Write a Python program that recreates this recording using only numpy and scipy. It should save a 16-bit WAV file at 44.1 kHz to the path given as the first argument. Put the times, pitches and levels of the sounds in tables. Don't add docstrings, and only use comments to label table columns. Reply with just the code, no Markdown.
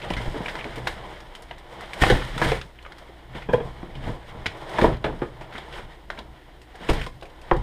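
import sys
import numpy as np
from scipy import signal
from scipy.fft import rfft, irfft, next_fast_len
from scipy.io import wavfile
from scipy.ndimage import map_coordinates

SR = 44100
rng = np.random.default_rng(int(sys.argv[2]) if len(sys.argv) > 2 else 0)


def rack_gain(trim_db):
    fader = np.asarray(trim_db, float)
    return 10 ** (fader / 20)


def to_wav(sig):
    pcm = np.clip(np.atleast_2d(sig), -1, 1) * 32767
    pcm = np.round(pcm).astype(np.int16)
    wavfile.write(sys.argv[1], SR, pcm.T)


N = 336042

# (frequency [Hz], density [dB per Hz])
FLOOR_SPECTRUM = [(12, -46), (20, 14), (53, 0.5), (162, -24), (316, -4), (634, -23.5), (709, -10.5),
                  (1200, -34), (1880, -32), (3110, -25), (5900, -34), (14400, -40.5), (15700, -54)]
# (frequency [Hz], level [dB rms])
STEADY_TONES = [
    (59.5, -54.5),
    (120, -68),
    (14750, -99),
    (14805, -88),
]
# (frequency [Hz], t60 [s])
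ROOM_DECAY = [(150, 0.33), (1000, 0.23), (4000, 0.2), (12000, 0.23)]

# (frequency [Hz], width [Hz], level [dB])
TABLE_MODES = [(29.8, 18.4, 0), (64.9, 9.2, -2), (121.5, 32, -4.5)]
# (frequency [Hz], width [Hz], level [dB])
BOX_MODES = [(133.4, 31, -4.5), (206.3, 41, -8.5), (328.7, 27, -1), (439, 105, -4.5), (482, 35, 2),
             (597, 112, -1.5), (729, 163, 1), (844, 133, 1), (989, 124, 1), (1220, 700, -9.5)]
# (frequency [Hz], width [Hz], level [dB])
HULL_MODES = [(142, 21, -6.5), (464, 31, -0.5), (880, 103, -16), (1000, 45, -13.5), (1670, 82, -21),
              (2450, 120, -27), (3260, 91, -27.5), (5050, 460, -53)]
# (frequency [Hz], width [Hz], level [dB])
FOAM_MODES = [(1522, 370, -12), (1680, 142, -2.5), (1950, 715, -6.5), (2285, 215, -4.5), (3123, 780, -9.5),
              (3960, 2900, -29.5)]
# (frequency [Hz], density [dB per Hz])
BEAD_SPECTRUM = [(2470, -11), (5200, -9.5), (6040, -14), (8500, -14), (12500, -25.5), (14200, -27),
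                 (15700, -33)]

# (time [s], peak level [dB], t60 [s])
THUMPS = [
    (0.272, -13.5, .1),
    (2.021, -14, .08),
    (2.059, -21, .08),
    (2.099, -13, 0.073),
    (2.118, -6.5, .08),
    (2.452, -14.5, .08),
    (4.83, -19, .07),
    (6.894, -4.5, .12),
    (7.518, -8.5, 0.153),
]
# (time [s], peak level [dB], contact t60 [s])
PATS = [
    (3.486, -15.5, 0.091),
    (3.532, -5.5, 0.049),
    (3.574, -23, 0.037),
    (3.599, -21, 0.047),
]
# (time [s], peak level [dB], pitch [Hz])
BEAD_POPS = [(0.1032, -30, 4150), (0.4609, -31, 3540), (0.874, -21, 3800), (1.204, -35, 4860),
             (1.351, -34.5, 4750), (1.4217, -38, 9250), (1.5123, -34, 3730), (1.5474, -46, 3540),
             (1.5807, -44, 3610), (1.8582, -37, 3930), (2.0208, -19, 4850), (2.0384, -25, 4800),
             (2.0474, -34, 3840), (2.1006, -17, 3520), (2.2494, -27, 3500), (2.3785, -18, 3460),
             (2.518, -18, 3540), (2.6155, -38, 3850), (2.8265, -40, 3840), (2.9821, -43, 4050),
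             (3.3094, -52, 3920), (4.4588, -26, 3900), (4.7864, -29, 4910), (4.9686, -36, 3770),
             (5.0429, -36, 3580), (6.8962, -18, 3500), (7.0294, -39, 3760), (7.212, -35, 3660),
             (7.5344, -34, 3820)]

# (time [s], peak level [dB], struck pitch [Hz], hardness [dB])
PANEL_BLOWS = [(0.101, -15.5, 193, -7.5), (0.164, -28, 127, -26), (0.199, -23, 119, -9),
               (0.271, -27, 162, -28), (0.401, -21.5, 172, -10), (2.062, -12, 190, -19),
               (2.117, -11, 206, -11), (2.36, -23, 123, -29), (2.455, -14, 117, -20),
               (3.347, -25, 158, -24), (3.827, -24, 195, -14), (4.006, -41, 126, -12),
               (4.07, -21, 129, -24), (4.089, -20.5, 122, -25), (4.346, -31, 117, -25),
               (4.457, -18.5, 119, -5), (4.817, -5, 144, -20), (4.878, -12.5, 148, -39),
               (4.918, -18, 133.4, -24), (7.01, -28, 142, -20), (6.805, -33.5, 201, -29),
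               (6.978, -20.5, 111, -32), (0.77, -25.5, 290, -15.5), (5.545, -28.5, 233, -15)]
# (time [s], peak level [dB], struck pitch [Hz], hardness [dB])
FLAP_BLOWS = [(0.649, -23.5, 465, -18), (0.866, -19, 597, -3), (1.505, -27, 900, -2), (1.934, -39, 550, 5),
              (2.017, -14, 303, -11), (2.032, -5, 596.5, -2.5), (2.097, -5, 437.7, -12.5),
              (2.149, -18.5, 323, -8), (2.411, -11.5, 598, -7.5), (2.514, -9.5, 482.5, -10),
              (2.86, -34.5, 920, 3), (3.018, -41.5, 974, 6), (3.086, -37.5, 370, -25),
              (4.781, -10, 640, -9), (4.839, -2.5, 466, -13), (5.216, -13, 344, -14),
              (5.407, -29, 710, -12), (5.578, -26, 560, -10), (5.676, -32.5, 880, -25),
              (5.789, -32.5, 420, -15), (6.097, -26.5, 1090, 0), (6.74, -39.5, 727, -20),
              (6.888, -10, 313, -15), (6.899, -12, 342, -14), (7.061, -25.5, 1080, -8.5),
              (7.509, -6.5, 560, -3.5)]
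# (time [s], peak level [dB], struck pitch [Hz], hardness [dB])
SLIDING_BLOWS = [
    (0.34, -21.5, 327.2, -13),
    (5.04, -12, 463, -10.5),
    (5.077, -24, 305, -11),
    (6.18, -30.5, 300, -9.5),
    (7.219, -30, 517, -6),
    (4.79, -18, 766, -7),
    (4.86, -18.5, 830, -7),
    (7.512, -15, 420, -9.5),
]

# (time [s], peak level [dB], crack pitch [Hz], brightness [dB])
DULL_CRACKS = [(0.136, -20, 3000, -8), (0.4591, -18.5, 2680, -7.5), (0.5541, -20.5, 1532, -17),
               (0.61, -23, 1830, -5), (0.643, -21, 1961, -8), (1.511, -23, 1900, -15),
               (2.0218, -7, 1870, -15), (2.0366, -3.5, 1800, -27), (2.2215, -18.5, 1670, -36),
               (2.495, -33, 1680, -20), (2.614, -23, 2270, -3), (2.7886, -32, 2330, -4),
               (2.8508, -29.5, 1420, -6), (2.8632, -27, 1523, -31), (2.921, -31.5, 1960, -8),
               (3.536, -25, 1670, -29), (3.8287, -36, 1950, -24), (3.953, -31.5, 1820, -2),
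               (4.814, -14, 1670, 0), (5.786, -27.5, 1310, -10), (6.1023, -16.5, 1662, -21),
               (6.189, -25, 2310, -0.5), (6.9581, -36, 1850, -19), (7.5126, -7.5, 1520, -20),
               (4.4587, -15.5, 2040, -8.5), (4.464, -11.5, 2160, -11.5), (5.0419, -20, 3164, -7)]
# (time [s], peak level [dB], crack pitch [Hz], brightness [dB])
TEARS = [(0.0167, -27.5, 1760, -9), (0.167, -22.5, 2030, -12), (0.4828, -26, 2100, -10),
         (2.0998, -8, 1961, -10.5), (2.417, -12.5, 2180, -15), (2.518, -17, 1950, -15),
         (3.3503, -34.5, 1560, 12), (3.4205, -31.5, 2304, -27), (4.039, -31.5, 1700, -10),
         (4.218, -48, 2130, -18.5), (4.7846, -15.5, 1420, -26), (4.8414, -22, 1460, -31),
         (5.044, -18.5, 1370, -8.5), (5.2182, -24, 1470, -16), (5.4098, -33.5, 2400, -6.5),
         (5.5253, -31, 1630, -25), (5.554, -26, 1800, -31), (5.726, -33, 1700, -15),
         (6.175, -32, 2200, -16.5)]
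# (time [s], peak level [dB], crack pitch [Hz], bead snap level [dB])
BEAD_SNAPS = [(0.1036, -18.5, 1910, -11.5), (0.7576, -25, 1680, -9.5), (0.781, -31.5, 1860, -5),
              (0.8714, -12.5, 2210, -15), (1.204, -35.5, 1480, -13), (1.3508, -31, 2930, -2.5),
              (1.5818, -44.5, 1930, 3), (1.8087, -31, 1560, -3.5), (1.933, -20.5, 1900, -10),
              (2.019, -37, 1700, -4), (2.3796, -19.5, 2250, -7), (2.826, -44, 1290, -3),
              (2.9835, -41.5, 3300, 2.5), (4.7398, -29, 1520, -14), (6.6167, -40, 1800, -3),
              (6.836, -50, 1890, -20), (6.889, -14.5, 1680, -16), (6.898, -19.5, 2500, -3),
              (6.933, -26.5, 1410, 1), (7.014, -22, 1770, -11), (7.0643, -27, 2220, -8),
              (7.226, -32, 1680, -12), (7.2544, -36.5, 1740, -8), (7.415, -41, 1680, 0),
              (1.423, -41, 1990, 0.5), (4.5725, -48, 2000, 6), (4.6937, -36, 2000, -1),
              (5.58, -27.5, 3400, -12), (7.5343, -46, 1980, -4), (3.5306, -30.5, 2020, -4.5),
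              (0.483, -19.5, 1900, -17), (0.494, -24, 2120, -24), (0.589, -26, 2297, -13),
              (6.755, -36.5, 2200, -8), (5.537, -39, 3300, -6), (5.755, -42, 3300, -12),
              (7.298, -47, 3400, -2), (7.565, -32.5, 2000, -7), (0.375, -31, 3300, -18)]

# (time of most force [s], scrape level [dB], rise [s], fall [s], box share [dB])
STROKES = [(0.049, -45, 0.26, 0.93, 3), (0.5, -41.5, 1, 0.96, 2), (0.874, -33, 0.0077, 0.068, -13),
           (0.929, -45, 0.34, 0.28, 1), (1.13, -49.5, 0.28, 0.67, 3.5), (1.73, -46.5, 0.09, 0.41, 6),
           (1.95, -46, 0.38, 0.1, -21), (2.02, -23.5, 0.021, 0.21, -5.5), (2.134, -34.5, 0.23, 0.24, 0.5),
           (2.5, -30, 0.28, .12, -2.5), (3.0, -54, 0.4, 0.99, 0), (3.36, -45.5, 0.061, 0.21, -0.5),
           (3.54, -44.5, 0.067, 0.12, -1), (3.65, -51, 0.28, 1, 6), (4.086, -41.5, 0.16, 0.15, 4.5),
           (4.55, -48, 0.8, 0.91, 3.5), (4.844, -32.5, 0.21, 0.12, 4), (5.05, -50.5, .02, 1, 4.5),
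           (5.43, -60, 0.048, 0.95, 8.5), (5.78, -43.5, 0.26, 0.1, -2.5), (6.115, -49.5, 0.013, 0.24, 1.5),
           (6.9, -33.5, 0.046, 0.14, 0), (7.04, -42.5, 0.12, 0.06, -11), (7.55, -49.5, 0.37, 0.76, 3.5)]
# (time of most force [s], scrape level [dB], rise [s], fall [s], fizz share [dB])
BRUSHES = [(6.84, -44, 0.16, 0.25, -1), (6.9, -47, 0.024, 0.35, 6.5), (5.76, -48, 0.18, .1, -10),
           (2, -41, 0.18, 0.11, 0), (5.56, -43.5, 0.056, 0.16, -8), (5.93, -50.5, .06, 0.093, 0),
           (0.23, -39, 0.17, 0.17, -2), (2.49, -45, .1, 0.18, 4), (2.45, -41, 0.12, 0.19, 8.5),
           (1.6, -51.5, 0.11, .1, -9), (4.3, -50.5, .1, 0.066, 0), (0.78, -48.5, 0.23, 0.36, -7),
           (4.74, -45, 0.18, 0.093, -5), (6.35, -57, 0.1, 0.28, -3), (5.8, -48, 0.085, 0.062, -1)]
# (time of most load [s], shake level [dB], rise [s], fall [s])
LEANS = [(0.17, -28.5, 0.19, 0.31), (0.3, -32.5, .08, 0.15), (0.9, -37, 1, 0.36), (1.5, -50, 0.71, 0.34),
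         (2.02, -17.5, 0.0076, 0.28), (2.134, -22, 0.12, 0.074), (2.5, -24, 0.25, .15),
         (3.36, -38.5, 0.15, 0.13), (3.54, -31, 0.16, 0.39), (4.086, -27.5, 0.26, 0.12),
         (4.45, -39, 0.46, 0.21), (4.844, -21.5, 0.051, 0.21), (5.049, -33.5, 0.038, 0.61),
         (5.848, -40, 0.25, 0.13), (6.08, -44.5, 0.12, 0.21), (6.29, -45, 0.11, 0.15),
         (6.55, -60, 0.11, .4), (6.91, -25, 0.058, 0.23), (7.58, -27, 0.072, 0.17)]

# (frequency [Hz], width [Hz], depth [dB])
PORT_DIPS = [(2690, 470, -2.5), (4470, 410, -4), (6050, 1320, -4.5), (7530, 1000, -4), (9930, 810, -3),
             (12000, 1200, -3.5)]

FLOOR_DB, WHINE_WOBBLE_DB = -49, 2
PANEL_T60, FLAP_T60, SLIDING_T60 = 0.058, 0.075, 0.24
CRACK_T60, TEAR_T60, SNAP_T60 = 0.036, 0.13, 0.051
CRACK_BEADS_DB, TEAR_BEADS_DB, SNAP_BRIGHT_DB = -46, -21, -11
POP_T60, POP_SPREAD = 0.026, 0.37
SLOPE_DB = 20
REST_DB, REST_SHAKE_DB = -60.5, -59
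FIZZ_DB, FIZZ_GROWS = -12.5, 1.1
BRUSH_SHARE_DB = -2
CLUMP_DB, GRAIN_DB, SLIDE_SHARE = 1.1, 4, 1.7
TOP_HZ = 15500


def unit(x):
    return x / np.sqrt(np.mean(x ** 2) + 1e-20)


def along(points, hz):
    f, v = np.transpose(points)
    return np.interp(np.log(hz + 1), np.log(f + 1), v)


def filtered(x, response):
    m = next_fast_len(len(x) + SR // 4)
    spectrum = rfft(x, m) * response(np.fft.rfftfreq(m, 1 / SR))
    return irfft(spectrum, m)[:len(x)]


def body(modes, top_hz):
    def response(hz):
        ring = 0
        for k, (centre, width, db) in enumerate(modes):
            damping = 1j * hz * width
            ring = ring + (-1) ** k * rack_gain(db) * damping / (centre * centre - hz * hz + damping)
        return ring / (1 + 1j * hz / top_hz) ** 2
    return response


def wobble(rate):
    knots = rng.standard_normal(int(N * rate / SR) + 4)
    return map_coordinates(knots, [np.arange(N) * rate / SR])


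def swells(peak_s, peak_db, rise_s, fall_s, rest_db):
    t = np.arange(N // 64 + 2) * 64 / SR
    power = np.full(len(t), rack_gain(2 * rest_db))
    for s, db, rise, fall in zip(peak_s, peak_db, rise_s, fall_s):
        distance = np.maximum((s - t) / rise, (t - s) / fall)
        power += rack_gain(2 * (db - SLOPE_DB * distance))
    return np.interp(np.arange(N) / SR, t, 10 * np.log10(power))


def slips(rate, spread_db, slide_share):
    chance, size, glide = rng.random(N), rng.standard_normal(N), rng.standard_normal(N)
    jumps = (chance < rate / SR) * rack_gain(spread_db * np.clip(size, -2, 2)) * np.sign(glide)
    return unit(unit(jumps) + slide_share * glide)


def rattle(t60, blow, rise):
    t = np.arange(SR // 6) / SR
    chatter = rack_gain(-60 * t / t60) * (1 - np.exp(-t / rise)) * rng.standard_normal(len(t))
    return chatter - blow * np.exp(-t / 0.00012)


def add(out, s, db, sound):
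    out[round(s * SR):][:len(sound)] += rack_gain(db) * sound / np.abs(sound).max()


def quiet():
    floor = rack_gain(FLOOR_DB) * unit(filtered(rng.standard_normal(N), lambda hz: rack_gain(along(FLOOR_SPECTRUM, hz))))
    t = np.arange(N) / SR
    tones = 0
    for hz, db in STEADY_TONES:
        tones = tones + rack_gain(db + 4.5 + WHINE_WOBBLE_DB * wobble(23)) * np.sin(2 * np.pi * hz * t)
    return floor + tones


def room(x):
    out, step = np.zeros(N + SR), SR // 8
    for start in range(0, N, step):
        hz, t, z = signal.stft(rng.standard_normal(SR // 3), SR, nperseg=256)
        decay = rack_gain(-60 * t / along(ROOM_DECAY, hz)[:, None])
        tail = signal.istft(z * decay, SR, nperseg=256)[1]
        answer = signal.fftconvolve(x[start:start + step], tail / np.linalg.norm(tail))
        out[start + 120:][:len(answer)] += answer
    return out[:N]


def thumps():
    out, t = np.zeros(N + SR), np.arange(SR // 4) / SR
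    for s, db, t60 in THUMPS:
        add(out, s + 0.0061, db - 7, rack_gain(-60 * t / t60) * np.sin(2 * np.pi * 34 * t))
    return out[:N]


def pats():
    out = np.zeros(N + SR)
    for s, db, t60 in PATS:
        force = rattle(t60, blow=0.068, rise=0.0066)
        add(out, s, db - 0.3, filtered(force, body(HULL_MODES, top_hz=6000)))
    return out[:N]


def bead_pops():
    out = np.zeros(N + SR)
    for s, db, hz in BEAD_POPS:
        force = rattle(POP_T60, blow=1.3, rise=0.0002)
        add(out, s, db - 3.5, filtered(force, body([(hz, POP_SPREAD * hz, 0)], top_hz=7500)))
    return out[:N]


def knocks():
    out = np.zeros(N + SR)
    blows = [(*row, PANEL_T60) for row in PANEL_BLOWS]
    blows += [(*row, FLAP_T60) for row in FLAP_BLOWS]
    blows += [(*row, SLIDING_T60) for row in SLIDING_BLOWS]
    for s, db, hz, hard_db, t60 in blows:
        uneven_db = rng.normal(0, 2.2, len(BOX_MODES))
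        struck = [(c, w, g + r + (hard_db + 7) * (c > 550)) for (c, w, g), r in zip(BOX_MODES, uneven_db)]
        struck = sorted(struck + [(hz, 95, 5.5)])
        force = rattle(t60, blow=5.8 * rack_gain(0.46 * hard_db), rise=0.0002 * rack_gain(-1.2 * hard_db))
        add(out, s + 0.0045, db - 0.3, filtered(force, body(struck, top_hz=1700)))
    return out[:N]


def cracks():
    out = np.zeros(N + SR)
    breaks = [(*row, CRACK_BEADS_DB, CRACK_T60) for row in DULL_CRACKS]
    breaks += [(*row, TEAR_BEADS_DB, TEAR_T60) for row in TEARS]
    breaks += [(s, db, hz, SNAP_BRIGHT_DB, snap_db, SNAP_T60) for s, db, hz, snap_db in BEAD_SNAPS]
    for s, db, hz, bright_db, snap_db, t60 in breaks:
        uneven_db = rng.normal(0, 2.76, len(FOAM_MODES))
        spot = [(c, 1.7 * w, g + r + (bright_db + 11.5) * (c > 2200))
                for (c, w, g), r in zip(FOAM_MODES, uneven_db)]
        spot = sorted(spot + [(hz, 600, 2.5)])
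        top_hz = 4500 * rack_gain(0.35 * (bright_db + 16.5))
        force = rattle(t60, blow=2.55, rise=0.00031)
        add(out, s, db - 0.3, filtered(force, body(spot, top_hz)))
        snap = rattle(1.5 * t60, blow=0.31, rise=0.00014)
        add(out, s, db + snap_db - 0.3, filtered(snap, lambda f: rack_gain(along(BEAD_SPECTRUM, f))))
    return out[:N]


def rubs():
    moves = [(*row, 0) for row in STROKES]
    moves += [(*row[:4], BRUSH_SHARE_DB, row[4]) for row in BRUSHES]
    s, force_db, rise, fall, share_db, bright_db = np.transpose(moves)
    scrape_db = swells(s, force_db, rise, fall, REST_DB)
    drag_db = swells(s, force_db + share_db, rise, fall, REST_DB + 3)
    beads_db = swells(s, force_db + bright_db, rise, fall, REST_DB)
    fizz_db = FIZZ_DB + beads_db.max() + FIZZ_GROWS * (beads_db - beads_db.max())
    shake_db = swells(*np.transpose(LEANS), REST_SHAKE_DB)

    clumps = CLUMP_DB * wobble(45)
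    table = unit(filtered(rng.standard_normal(N), body(TABLE_MODES, top_hz=313)))
    box = filtered(slips(400, 4.5, slide_share=4), body(BOX_MODES, top_hz=1630))
    box = unit(rack_gain(clumps + 1.85 * wobble(25)) * box)
    foam = filtered(slips(600, GRAIN_DB, SLIDE_SHARE), body(FOAM_MODES, top_hz=3580))
    foam = unit(rack_gain(clumps + 1.24 * wobble(15)) * foam)
    fizz = filtered(slips(440, GRAIN_DB, SLIDE_SHARE), lambda hz: rack_gain(along(BEAD_SPECTRUM, hz)))
    fizz = unit(rack_gain(clumps + wobble(18)) * fizz)
    return rack_gain(shake_db) * table + rack_gain(drag_db + 2.5) * box + rack_gain(scrape_db + 1) * foam + rack_gain(fizz_db + 5) * fizz


def scene():
    hits = knocks() + cracks() + pats() + thumps() + bead_pops()
    return (rubs() + hits + rack_gain(-9) * room(hits) + quiet())[None]


def housing(hz):
    response = 1
    for centre, width, db in PORT_DIPS:
        stiffness, damping = centre * centre - hz * hz, 1j * hz * width
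        response = response * (stiffness + damping * rack_gain(db)) / (stiffness + damping)
    return response * (hz < TOP_HZ)


def low_pass(x):
    return signal.sosfilt(signal.butter(12, 15810, fs=SR, output="sos"), x)


def record(dry):
    mix = filtered(dry[0], housing)[None]
    return low_pass(mix)


dry = scene()
out = record(dry)
to_wav(out)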